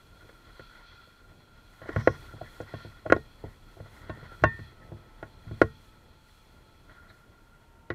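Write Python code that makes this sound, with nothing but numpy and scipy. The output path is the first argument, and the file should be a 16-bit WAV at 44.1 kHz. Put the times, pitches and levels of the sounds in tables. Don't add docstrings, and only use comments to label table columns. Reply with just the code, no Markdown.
import sys
import numpy as np
from scipy import signal
from scipy.fft import rfft, irfft, next_fast_len
from scipy.io import wavfile
from scipy.ndimage import uniform_filter1d

SR = 44100
rng = np.random.default_rng(int(sys.argv[2]) if len(sys.argv) > 2 else 0)


def waveform_to_disk(signal):
    frames = np.transpose(np.atleast_2d(signal))
    scaled = np.clip(frames, -1, 1) * 32767
    samples = np.round(scaled).astype(np.int16)
    wavfile.write(sys.argv[1], SR, samples)


N = 350222
TIME = np.arange(N) / SR

# start_s, thud_db, knock_db, clack_db, knock_pitch_hz, clack_pitch_hz
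JOLTS = [(0.244, -57, -59.5, -73, 410, 1620), (0.292, -71, -56, -58, 438, 1460),
         (0.594, -51, -49.5, -51.5, 463, 1515), (1.816, -50.5, -49, -53.5, 550, 1560),
         (1.857, -60, -50, -57, 533, 1600), (1.89, -54, -36.5, -42.5, 396, 1720),
         (1.961, -23.5, -33, -35.5, 544, 1590), (2.073, -30.5, -17, -25.5, 512, 1770),
         (2.337, -43.5, -50.5, -71, 326, 1430), (2.414, -44.5, -45, -58, 634, 1440),
         (2.602, -41, -38, -49.5, 480, 1540), (2.738, -38, -40, -53, 473, 1170),
         (2.848, -43, -48, -64, 350, 1390), (3.061, -43, -36.5, -46.5, 610, 1250),
         (3.099, -34, -32, -32.5, 392, 1510), (3.122, -30.5, -16, -19.5, 476, 1390),
         (3.163, -52, -32.5, -47, 416, 1600), (3.439, -40, -41, -72, 345, 1430),
         (3.768, -55, -52, -85, 450, 1594), (3.801, -42, -48.5, -62, 524, 1570),
         (4.095, -37, -40, -47.5, 310, 1410), (4.227, -45, -55, -60, 474, 1270),
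         (4.421, -32.5, -57, -61.5, 333, 1580), (4.437, -24, -21, -22, 620, 1500),
         (4.59, -39.5, -50, -56, 350, 1760), (4.918, -39.5, -45.5, -65, 313, 1225),
         (5.227, -47.5, -41.5, -46, 610, 1600), (5.466, -40, -65, -79.5, 307, 1420),
         (5.511, -34.5, -45, -58.5, 330, 1480), (5.615, -27.5, -16, -21.5, 444, 1380),
         (6.894, -68.5, -61.5, -57, 662, 1391), (7.1, -64, -66, -58, 493, 1427),
         (7.902, -38, -34, -36.5, 344, 1856)]
# pitch_hz, relative_db
HISS_TONE = [(1000, 8), (5000, -1.5), (8000, -3), (14000, -5.5), (15100, -8.5), (16000, -22)]


def case_knocks(jolts, thud_rise_s=0.0034, contact_s=0.0024, rattle_s=0.014, crack_s=0.0015):
    # pitch_hz, relative_db, ring_s
    case_notes = [(72, 0, 0.15), (104.3, 4.5, 0.15), (142.2, -5, 0.25), (221.5, -7, 0.2),
                  (316.3, -11, 0.042), (344.0, -9.5, 0.073), (400.2, 3.5, 0.021), (444.0, -25.5, 0.16),
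                  (506, 6, 0.018), (612, -4, 0.035), (764.7, -7.5, 0.033), (976, -19.5, 0.056),
                  (1086, -6.5, 0.07), (1433, 0.4, 0.037), (1440, -4, 0.019), (1618, -1, 0.026),
                  (1953, 2.5, 0.022), (1875, -29.5, 0.26), (2135, -1.5, 0.02), (2474, -12, 0.02),
                  (2820, -20.5, 0.022), (3190, -23, 0.03), (4065, -26, 0.022), (4670, -37.5, 0.013),
                  (5900, -34.5, 0.014), (6070, -26, 0.015)]
    # low_hz, high_hz
    ranges = [(66, 250), (260, 1300), (880, 2540), (2400, 6000)]
    out, t = np.zeros(N), np.arange(SR // 4) / SR
    hz = np.array(case_notes)[:, 0]
    part_of_note = np.searchsorted([250, 1000, 2400], hz)
    blow = np.sqrt(0.03 * SR)
    for start_s, thud_db, knock_db, clack_db, knock_hz, clack_hz in jolts:
        tick_db = clack_db - 20.5
        levels_db = thud_db, knock_db, clack_db, tick_db
        notes = np.array(case_notes)
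        notes[:, 0] *= 1 + 0.004 * rng.standard_normal(len(hz))
        for centre_hz, boost_db in (knock_hz, 7), (clack_hz, 4):
            notes[:, 1] += boost_db * np.exp(-(np.log2(hz / centre_hz) / 0.25) ** 2)
        ring = fading_notes(notes, t)
        rattle = np.interp(max(levels_db), [-55, -22], [0.88, 0.16])
        chatter = rng.standard_normal(len(t)) * np.exp(-t / rattle_s)
        push = rattle * chatter / np.linalg.norm(chatter)
        push[0] += 1
        for k, level_db in enumerate(levels_db):
            part = ring[part_of_note == k].sum(0)
            if k == 0:
                part = part * fade_in(t, thud_rise_s)
            else:
                part = signal.fftconvolve(part * fade_in(t, contact_s), push)[:len(t)]
            part = band(part, *ranges[k])
            add(out, start_s, part * undb(level_db) * blow / np.linalg.norm(part))
        hardness = np.interp(knock_db, [-30, -16], [0.15, 1])
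        crack_shape = np.exp(-((t - crack_s) / (crack_s / 2)) ** 2)
        crack = band(rng.standard_normal(len(t)) * crack_shape, *ranges[-1])
        add(out, start_s, crack * hardness * undb(tick_db - 8) * blow / np.linalg.norm(crack))
    return out


def faint_taps(movement, count=22, knock_hz=419, clack_hz=1500):
    taps = []
    for when, pitch in rng.random((count, 2)):
        db = 20 * np.log10(movement[int(when * N)])
        taps.append((when * N / SR, db + 6, db + 4, db - 6, knock_hz * 2 ** (pitch - 0.5), clack_hz))
    return taps


def metal_clinks(rise_s=0.0053):
    # start_s, strength_db
    blows = [(2.738, -47), (2.803, -57), (4.097, -42), (4.437, -19)]
    # pitch_hz, relative_db, ring_s
    metal_notes = [(641, 13, 0.031), (917, -7, 0.13), (1091, 3, 0.086), (1540, 10.5, 0.04),
                   (1620, -22, 0.18), (1814, -5, 0.36), (1916, -18, 0.47), (2480, -31.5, .35),
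                   (2720, -7.5, 0.073), (3550, -26, 0.16)]
    out, t = np.zeros(N), np.arange(SR // 2) / SR
    ring = fading_notes(metal_notes, t).sum(0) * fade_in(t, rise_s)
    for start_s, strength_db in blows:
        add(out, start_s, undb(strength_db) * ring)
    return out


def catch_clicks(rise_s=0.00091, fade_s=0.006, spread=1.35):
    # start_s, pitch_hz, level_db
    snaps = [(2.612, 5600, -58), (3.163, 3590, -51), (4.096, 2870, -49), (4.438, 4700, -43),
             (5.227, 2900, -58), (5.617, 4200, -39.5), (7.902, 3300, -44)]
    out, t = np.zeros(N), np.arange(SR // 20) / SR
    shape = fade_in(t, rise_s) * np.exp(-t / fade_s)
    for start_s, pitch_hz, level_db in snaps:
        burst = band(rng.standard_normal(len(t)), pitch_hz / spread, pitch_hz * spread)
        add(out, start_s, burst / burst.std() * undb(level_db) * shape)
    return out


def walker_movement(still_db=-74):
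    # peak_s, length_s, level_db
    shifts = [(0.7, 0.85, -65), (1.95, 0.17, -49), (2.15, 0.26, -58.5), (2.68, 0.52, -59),
              (3.47, 0.098, -63), (4.14, 0.5, -58), (4.85, 0.56, -67), (5.54, 0.16, -65),
              (6.91, 0.024, -57.5), (7.07, 0.19, -66.5)]
    return np.hypot(undb(still_db), swells(shifts))


def body_rumble(movement, still_db=-62.5, settle_s=0.092, shudder_hz=(68, 131)):
    # pitch_hz, relative_db
    rumble_tone = [(25, -14.5), (38, -0.5), (52, -11.5), (72, -0.5), (105, -4.5), (180, -15), (330, -15.5),
                   (650, -20), (1000, -30.5)]
    strength = np.hypot(undb(still_db), movement * undb(3))
    rumble = noise(rumble_tone) * strength * undb(3 * wander(7.5))
    power, t = np.zeros(N), np.arange(SR) / SR
    for start_s, thud_db, *_ in JOLTS:
        add(power, start_s, (undb(thud_db - 13) * np.exp(-t / settle_s)) ** 2)
    shudder = band(rng.standard_normal(N), *shudder_hz)
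    return rumble + shudder / shudder.std() * np.sqrt(power)


def cloth_rub(movement, flicker_db=4):
    # pitch_hz, relative_db
    rub_tone = [(200, -9), (500, -5.5), (850, -4.5), (1080, 1), (1220, -6.5), (1450, 2), (1650, -7),
                (1950, 3), (2250, -10.5), (2550, -34), (3000, -13.5), (6000, -29)]
    return noise(rub_tone) * movement * undb(flicker_db * wander(45))


def brushes_and_rings(spread=1.1):
    # peak_s, length_s, pitch_hz, level_db
    bursts = [(1.924, 0.093, 1880, -54), (2.054, 0.21, 5550, -61.5), (2.416, 0.0093, 696, -40),
              (2.466, 0.047, 1870, -53.5), (3.064, 0.017, 650, -36), (4.835, 0.029, 1836, -57),
              (7.102, 0.033, 3987, -64.5)]
    out = np.zeros(N)
    for peak_s, length_s, pitch_hz, level_db in bursts:
        t = np.arange(-2 * length_s, 2 * length_s, 1 / SR)
        burst = band(rng.standard_normal(len(t)), pitch_hz / spread, pitch_hz * spread)
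        shape = np.exp(-(2 * t / length_s) ** 2)
        add(out, peak_s + t[0], burst / burst.std() * undb(level_db) * shape)
    return out


def model_boat(steer_s=0.16):
    # start_s, end_s, extra_churn_db
    turns = [(-0.3, 2.9, 6.5), (4.08, 4.4, 14), (6.898, 8.3, 11)]
    turning, churn_db = np.zeros(N), np.zeros(N)
    for start_s, end_s, extra_churn_db in turns:
        inside_s = np.minimum(TIME - start_s, end_s - TIME)
        turn = np.clip(inside_s / steer_s + 0.5, 0, 1)
        turning += turn
        churn_db += turn * extra_churn_db
    return motor_whine(turning) + boat_wake(churn_db)


def motor_whine(turning, straight_hz=438, turning_hz=459, wobble=0.0077):
    # time_s, relative_db
    loudness = [(0, -73), (2.6, -77), (3.4, -71.5), (5.3, -64), (6.7, -71.5), (7.3, -74.5), (7.8, -64.5)]
    spin_hz = straight_hz + (turning_hz - straight_hz) * turning
    angle = 2 * np.pi * np.cumsum(spin_hz * (1 + wobble * wander(44))) / SR
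    lower = undb(-4 + 3.5 * wander(14)) * np.sin(2 * angle)
    upper = undb(-2 + 3.5 * wander(12)) * np.sin(3 * angle)
    return (lower + upper) * undb(curve(loudness))


def boat_wake(churn_db):
    # time_s, relative_db
    loudness = [(0.0, -70), (0.6, -70), (0.79, -69.5), (1.17, -75), (1.46, -72.5), (1.88, -69.5),
                (2.03, -63.5), (3.65, -70.5), (4.58, -65.5), (4.75, -71.5), (5.2, -73.5), (5.57, -66.5),
                (5.82, -71), (6.92, -73), (7.41, -77.5), (7.94, -84)]
    # peak_s, length_s, level_db
    splashes = [(0.63, 0.15, -61.5), (0.88, 0.43, -63), (2.8, 0.12, -56), (4.65, 0.14, -66.5),
                (5.76, 0.1, -66)]
    # pitch_hz, relative_db
    churn_tone = [(900, -33.5), (1230, -25), (1330, -4), (1395, 5.5), (1470, -7), (1650, -19.5),
                  (2300, -44.5)]
    # pitch_hz, relative_db
    spray_tone = [(1800, -27), (2450, -3.5), (2950, -18.5), (3350, 4), (3700, -15.5), (4150, 0), (4450, -6),
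                  (4800, -17.5), (6000, -20.5), (8000, -50)]
    wake = undb(curve(loudness) + 2)
    thrown = np.hypot(wake, swells(splashes))
    churn = noise(churn_tone) * np.sqrt(wake * thrown) * undb(churn_db - 1.5 + 2.5 * wander(30))
    spray = noise(spray_tone) * thrown * undb(1.2 * wander(22))
    mist = noise(HISS_TONE) * wake * undb(-3 + 2.2 * wander(9))
    return churn + spray + mist


def river(level_db=-58.5):
    # pitch_hz, relative_db
    wash_tone = [(20, -0.5), (37, 9), (52, -5), (70, -9), (120, -9.5), (250, -11.5), (500, -20), (800, -20),
                 (1080, -19), (1200, -26.5), (2500, -29), (3000, -31.5), (6000, -47.5)]
    return noise(wash_tone) * undb(level_db + 0.96 * wander(2) + 0.72 * wander(15))


def microphone_hiss(level_db=-73):
    return noise(HISS_TONE) * undb(level_db)


def undb(db):
    return 10 ** (np.asarray(db) / 20)


def curve(points):
    return np.interp(TIME, *np.transpose(points))


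def swells(rows):
    return np.sqrt(sum(undb(level_db) ** 2 * np.exp(-(2 * (TIME - peak_s) / length_s) ** 2)
                       for peak_s, length_s, level_db in rows))


def fade_in(t, rise_s):
    return np.sin(np.pi / 2 * np.minimum(t / rise_s, 1)) ** 2


def fading_notes(notes, t):
    pitch_hz, level_db, ring_s = np.transpose(notes)[:, :, None]
    return undb(level_db) * np.exp(-np.log(1000) * t / ring_s) * np.sin(2 * np.pi * pitch_hz * t)


def wander(rate_hz):
    width = max(int(SR / rate_hz), 2)
    drift = rng.standard_normal(N)
    for _ in range(2):
        drift = uniform_filter1d(drift, width, mode="wrap")
    return drift / drift.std()


def noise(tone):
    hz, db = np.transpose(tone)
    size = next_fast_len(N)
    all_hz = np.maximum(np.arange(size // 2 + 1) * SR / size, 1)
    gain = undb(np.interp(np.log(all_hz), np.log(hz), db))
    gain *= np.minimum(np.minimum(all_hz / hz[0], hz[-1] / all_hz), 1) ** 2
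    sound = irfft(rfft(rng.standard_normal(size)) * gain, size)[:N]
    return sound / sound.std()


def band(sound, low_hz, high_hz):
    return signal.sosfilt(signal.butter(3, [low_hz, high_hz], "band", fs=SR, output="sos"), sound)


def add(out, start_s, sound):
    i = max(int(start_s * SR), 0)
    out[i:i + len(sound)] += sound[:max(N - i, 0)]


def scene():
    movement = walker_movement()
    camera = case_knocks(JOLTS + faint_taps(movement)) + catch_clicks() + metal_clinks()
    close_by = camera + body_rumble(movement) + cloth_rub(movement) + brushes_and_rings()
    return (close_by + model_boat() + river() + microphone_hiss())[None]


def record(dry):
    rounded = dry / (1 + dry ** 8) ** (1 / 8)
    treble_cut = signal.ellip(10, 0.2, 70, 15700, fs=SR, output="sos")
    return signal.sosfilt(treble_cut, rounded)


dry = scene()
out = record(dry)
waveform_to_disk(out)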